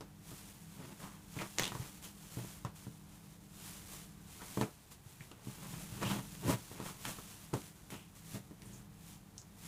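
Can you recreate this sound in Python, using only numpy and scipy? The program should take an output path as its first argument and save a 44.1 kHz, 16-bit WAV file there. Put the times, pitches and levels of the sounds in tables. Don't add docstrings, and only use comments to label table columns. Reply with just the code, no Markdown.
import sys
import numpy as np
from scipy import signal
from scipy.fft import rfft, irfft
from scipy.io import wavfile
from scipy.ndimage import uniform_filter1d

SR = 44100
rng = np.random.default_rng(int(sys.argv[2]) if len(sys.argv) > 2 else 0)


def generate_wav(sig):
    pcm = np.round(np.clip(np.atleast_2d(sig).T, -1, 1) * 32767).astype(np.int16)
    wavfile.write(sys.argv[1], SR, pcm)


N = 426447
T = np.arange(N) / SR


def strokes(resting_db=-71, padding_hz=167, murmur_db=-11.0):
    # (time of full speed [s], speeding up [s], slowing down [s], hiss level [dB])
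    glides = [(0.345, 0.17, 0.5, -54.5), (0.836, 0.29, 0.27, -58.5), (1.035, .12, 0.27, -56.5),
              (1.402, 0.2, 0.27, -54), (1.87, .8, 0.22, -53.5), (2.045, 0.037, 0.088, -48),
              (2.45, 0.45, 0.25, -52.5), (2.765, .03, 0.4, -57.5), (3.127, 0.22, 0.73, -64),
              (3.72, .26, 0.19, -49.5), (3.935, 0.13, 0.22, -50), (4.332, .076, .8, -56),
              (4.615, .5, 0.1, -52.5), (4.919, .012, 0.053, -57), (5.11, 0.095, 0.33, -59.5),
              (5.213, 0.033, .28, -62.5), (5.458, 0.052, .39, -56.5), (5.711, 0.35, 3, -54),
              (6.12, 0.25, 0.11, -47), (6.501, 0.053, 0.073, -40.5), (6.72, 0.15, 0.21, -58.5),
              (6.869, 0.074, 0.1, -51), (7.097, 0.11, .064, -44.5), (7.29, 0.61, 0.27, -53.5),
              (7.535, .01, 0.29, -53.5), (7.905, 0.0068, 0.12, -52), (8.154, .01, 0.076, -58.5),
              (8.35, 0.15, 0.066, -51.5), (8.739, 0.22, 0.11, -59.5), (9.115, 0.22, 0.11, -58.5),
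              (9.66, 0.12, .1, -53.5)]
    # (frequency [Hz], relative level [dB])
    hiss_spectrum = [(200, 3.5), (600, -2), (1000, 1), (1800, -1.5), (3200, 0), (5000, -2), (7000, 1),
                     (10000, 0), (15000, -5)]
    fibres = unit(colour(slips(per_s=11000, spread_db=-1.1), hiss_spectrum))
    murmur = unit(resonance(rng.standard_normal(N), padding_hz, q=2.8))
    speed = np.hypot(gestures(glides), undb(resting_db))
    return (fibres + undb(murmur_db) * murmur) * speed * undb(1.07 * wander(28))


def drags():
    # (time of full pressure [s], pressing in [s], letting go [s], rumble [dB], rasp [dB])
    presses = [(0.84, 0.084, 0.11, -45.5, -53), (1.03, 0.061, 0.15, -54, -54),
               (1.42, 0.081, 0.058, -45.5, -45), (1.61, 0.038, .115, -49.5, -43.5),
               (1.835, .06, 0.069, -54.5, -58), (2.385, 0.02, 0.09, -43.5, -58.5),
               (5.78, 0.57, .3, -55.5, -59.5), (6.104, .14, 0.13, -37, -41.5),
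               (6.494, 0.069, 0.092, -31, -42), (6.808, 0.063, .18, -48.5, -51),
               (7.059, 0.011, 0.12, -54, -51.5), (7.94, 0.038, 0.072, -48, -54),
               (8.358, 0.031, 0.053, -43.5, -59), (8.68, 0.09, 0.17, -55.5, -72)]
    # (frequency [Hz], relative level [dB])
    rasp_spectrum = [(200, -1.5), (600, 1), (1000, 5), (1700, -2.5), (3000, -6), (4800, -13), (7000, -12.5),
                     (15000, -24)]
    # (frequency [Hz], relative level [dB])
    rumble_spectrum = [(30, -29), (70, -9), (100, -6), (126, 10), (160, 7), (200, 2.5), (290, -4),
                       (450, -4), (700, -5.5), (1500, -27)]
    jerks = slips(per_s=2500, spread_db=-0.2)
    rasp = unit(colour(jerks + 0.64 * rng.standard_normal(N), rasp_spectrum))
    ring = unit(through(jerks, panel(T[:SR // 4], scatter=0.022)))
    rumble = unit(colour(jerks + 1.05 * ring, rumble_spectrum))
    s, rise, fall, rumble_db, rasp_db = np.transpose(presses)
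    rumble *= gestures(zip(s, rise, fall, rumble_db))
    rasp *= gestures(zip(s, rise, fall, rasp_db))
    return (rumble + rasp) * undb(3.35 * wander(70))


def prods(dent_db=10, dent_hz=140, rustle_db=9, lowest_hz=78, knock_hz=1090, knock_db=-1.5):
    # (time [s], thud peak [dB], contact cut-off [Hz], gain of ring and rustle [dB])
    contacts = [(.008, -36.5, 715, 2), (0.316, -39.5, 350, -0.5), (1.366, -38, 320, 1.5),
                (1.720, -33, 1000, -2), (1.751, -35, 1040, -9), (1.797, -33, 110, -6),
                (2.371, -33.5, 240, 2.5), (2.649, -29.5, 970, -7), (2.868, -36, 194, 7.5),
                (4.418, -38, 900, 9), (4.573, -24.5, 480, 8), (4.612, -19.5, 560, 9), (4.917, -54, 1050, 4),
                (5.061, -44.5, 130, -11), (5.207, -42.5, 300, -16), (5.314, -42.5, 696, 9),
                (5.471, -34.5, 170, 5), (5.922, -39, 110, -6), (6.030, -29, 850, -1), (6.056, -35, 189, 6),
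                (6.103, -31, 854, -1), (6.481, -24, 300, 5), (6.493, -26, 600, 11), (6.715, -39.5, 605, 1),
                (6.801, -32, 503, 15), (7.052, -36, 1800, 9), (7.186, -39.5, 700, 2),
                (7.532, -30.5, 402, -5), (7.538, -24.5, 520, 4.5), (8.344, -38, 200, 2),
                (8.510, -43, 330, 9), (8.915, -48, 130, -3)]
    out, t = np.zeros(N), T[:SR // 3]
    for s, db, contact_hz, ring_db in contacts:
        dent = undb(dent_db) * fade(t, t60=0.03) * np.sin(2 * np.pi * dent_hz * t)
        rustle = undb(rustle_db) * fade(t, t60=0.18) * rng.standard_normal(len(t))
        thud = dent + undb(ring_db) * (panel(t) + rustle)
        thud = signal.lfilter(*signal.butter(2, contact_hz, fs=SR), thud)
        thud = signal.lfilter(*signal.butter(2, lowest_hz, "high", fs=SR), thud)
        add(out, s, undb(db) * thud / np.abs(thud).max())
        firmness = min(contact_hz / knock_hz, 1)
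        knock = cloth_snap(knock_hz, crack_db=-12, crack_t60=0.011, shiver_db=-8.5)
        add(out, s, undb(db + knock_db) * firmness * knock)
    return out


def panel(t, scatter=0.026):
    # (frequency [Hz], relative level [dB], 60 dB decay time [s])
    modes = [(126, -5.5, 0.088), (168.6, -11, 0.076), (204.3, -1.5, 0.11), (275.3, 0.5, 0.069),
             (343, -6.5, .12), (420.3, -8, 0.13), (569, -9, 0.078), (647, -11, 0.11), (720, -11, 0.035),
             (930, 6, 0.028), (1025, 0, 0.044), (1260, -5, 0.1), (1872, 2.5, 0.063)]
    hz, db, t60 = np.transpose(modes)[:, :, None]
    detune, weight = rng.standard_normal((2, len(modes), 1))
    tones = np.cos(2 * np.pi * hz * (1 + scatter * detune) * t)
    return np.sum(undb(db + 1.25 * weight) * fade(t, t60) * tones, axis=0)


def thread_snaps():
    # (time [s], peak [dB], ring frequency [Hz], gain of the broad crack [dB])
    releases = [(1.390, -35.5, 2420, -1), (1.5850, -14.5, 6450, -1.5), (1.596, -17.5, 3450, 13),
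                (1.6233, -25.5, 6250, -2), (1.6343, -23.5, 3420, -6), (1.6419, -22, 6350, 6),
                (1.6540, -23.5, 3580, 4), (1.6670, -28, 3220, 3), (1.678, -27, 3250, 5),
                (5.208, -40, 2030, -10), (5.316, -41, 3000, 6), (6.352, -37.5, 6500, 11),
                (7.053, -26, 3050, 6), (7.54, -33, 7460, -13), (7.618, -37.5, 7000, 9),
                (7.904, -34, 7000, 19), (8.620, -40, 1900, 5), (9.380, -35, 6460, -34),
                (9.417, -43, 6700, -22)]
    out = np.zeros(N)
    for s, db, hz, crack_db in releases:
        add(out, s, undb(db) * cloth_snap(hz, crack_db, crack_t60=0.0039, shiver_db=-19))
    return out


def cloth_snap(hz, crack_db, crack_t60, shiver_db, shiver_t60=0.17):
    # (frequency [Hz], relative level [dB])
    snap_spectrum = [(100, 2.5), (400, 5.5), (1000, -9), (2000, 1), (3200, 0), (5000, -4.5), (6800, -4.5),
                     (9000, -8), (15000, -17)]
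    t = T[:SR // 6]
    envelope = fade(t, crack_t60) + undb(shiver_db) * fade(t, shiver_t60)
    crack = rng.standard_normal(len(t)) * envelope
    ring = resonance(crack, hz, q=2)
    sound = colour(undb(crack_db) * crack + 2 * ring, snap_spectrum)
    return sound / np.abs(sound).max()


def scratches():
    # (start [s], length of the loud part [s], level [dB], resonance [Hz])
    patches = [(1.009, 0.18, -58.5, 1050), (1.383, 0.042, -49, 2370), (2.037, 0.054, -58.5, 3200),
               (4.395, 0.054, -57, 1270), (4.605, 0.053, -52, 2350), (5.205, 0.034, -61, 2050),
               (5.638, 0.058, -56, 1040), (6.04, 0.14, -47, 3000), (6.87, 0.045, -52.5, 1130),
               (7.045, 0.045, -50.5, 1380), (7.913, 0.17, -61.5, 2770), (8.65, 0.064, -62, 9150),
               (8.723, 0.087, -61, 6850), (9.377, 0.044, -56, 6600)]
    out = np.zeros(N)
    catches = slips(per_s=900, spread_db=5.0) + 0.98 * rng.standard_normal(N)
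    for s, length, db, hz in patches:
        age = T[:int(2 * length * SR)] / (length / 4)
        swell = age * np.exp(1 - age)
        start = int(s * SR)
        scratch = unit(resonance(catches[start:start + len(age)], hz, q=2.8))
        add(out, s, undb(db) * scratch * swell[:len(scratch)])
    return out


def walls(x, t60=0.18, wet_db=-17, dull_hz=4000, delay_s=0.006):
    t = T[:SR // 2]
    dull_noise = signal.lfilter(*signal.butter(1, dull_hz, fs=SR), rng.standard_normal(len(t)))
    tail = dull_noise * fade(t, t60) * (t > delay_s)
    return undb(wet_db) * through(x, tail / np.linalg.norm(tail))


def room_tone(air_db=-60, drone_hz=162, drone_db=-66.0):
    # (frequency [Hz], relative level [dB])
    air_spectrum = [(15, -61), (25, -15), (45, -1), (135, 2), (196, -2.5), (250, -8), (318, -9), (543, -17),
                    (769, -13.5), (1210, -18), (2930, -26.5), (3830, -26.5), (4500, -28.5), (15000, -30)]
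    # (frequency [Hz], rms level before the suppression gain [dB])
    partials = [(49.5, -73.5), (100, -72.5), (200, -67.5), (300, -75.5), (450, -85.5)]
    # (time [s], gain [dB])
    suppression = [(0, 4.5), (3.4, 3.5), (4.2, 7.5), (4.8, -18), (5.4, -9.5), (5.75, 8), (6.35, 10),
                   (6.7, 2), (8.4, 1.5), (8.7, 6), (9.8, 0.5)]
    air = unit(colour(rng.standard_normal(N), air_spectrum)) * undb(air_db + 0.68 * wander(4.6))
    drone = unit(resonance(rng.standard_normal(N), drone_hz, q=8.6))
    hum = np.zeros(N)
    for hz, db in partials:
        amplitude = np.sqrt(2) * undb(db + 0.69 * wander(5))
        hum += amplitude * np.sin(2 * np.pi * hz * T + 0.62 * wander(6))
    return air + (undb(drone_db) * drone + hum) * curve(*np.transpose(suppression))


def gestures(rows, drop_db=20.5, roundness=1.64):
    power = np.zeros(N)
    for s, rise, fall, db in rows:
        away = np.maximum((s - T) / rise, (T - s) / fall)
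        near = away < 3
        power[near] += undb(db - drop_db * away[near] ** roundness) ** 2
    return np.sqrt(power)


def slips(per_s, spread_db):
    happens = rng.random(N) < per_s / SR
    size = undb(spread_db * np.minimum(rng.exponential(size=N), 4))
    return unit(happens * size * rng.standard_normal(N))


def wander(per_s):
    step = int(SR / per_s)
    held = np.repeat(rng.standard_normal(N // step + 1), step)
    return unit(uniform_filter1d(uniform_filter1d(held, step), step)[:N])


def resonance(x, hz, q):
    b, a = signal.iirpeak(hz, q, fs=SR)
    return signal.lfilter(b, a, signal.lfilter(b, a, x))


def colour(x, points, size=4096):
    hz, db = np.transpose(points)
    bins_hz = np.maximum(np.fft.rfftfreq(size, 1 / SR), 1)
    gain = undb(np.interp(np.log(bins_hz), np.log(hz), db))
    cepstrum = irfft(np.log(gain))
    cepstrum[1:size // 2] *= 2
    cepstrum[size // 2 + 1:] = 0
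    return through(x, irfft(np.exp(rfft(cepstrum))))


def through(x, response):
    return signal.fftconvolve(x, response)[:len(x)]


def add(track, s, sound):
    start = max(int(s * SR), 0)
    track[start:start + len(sound)] += sound[:N - start]


def curve(times, db):
    return undb(np.interp(T, times, db, left=-np.inf, right=-np.inf))


def fade(t, t60):
    return np.exp(-np.log(1000) * t / t60)


def unit(x):
    return x / np.sqrt(np.mean(x ** 2))


def undb(db):
    return 10 ** (np.asarray(db) / 20)


def scene():
    finger = strokes() + drags() + scratches() + prods() + thread_snaps()
    return np.tile(finger + walls(finger) + room_tone(), (2, 1))


def record(dry):
    top_hz = 15400
    return signal.sosfilt(signal.ellip(10, .2, 80, top_hz, fs=SR, output="sos"), dry)


dry = scene()
out = record(dry)
generate_wav(out)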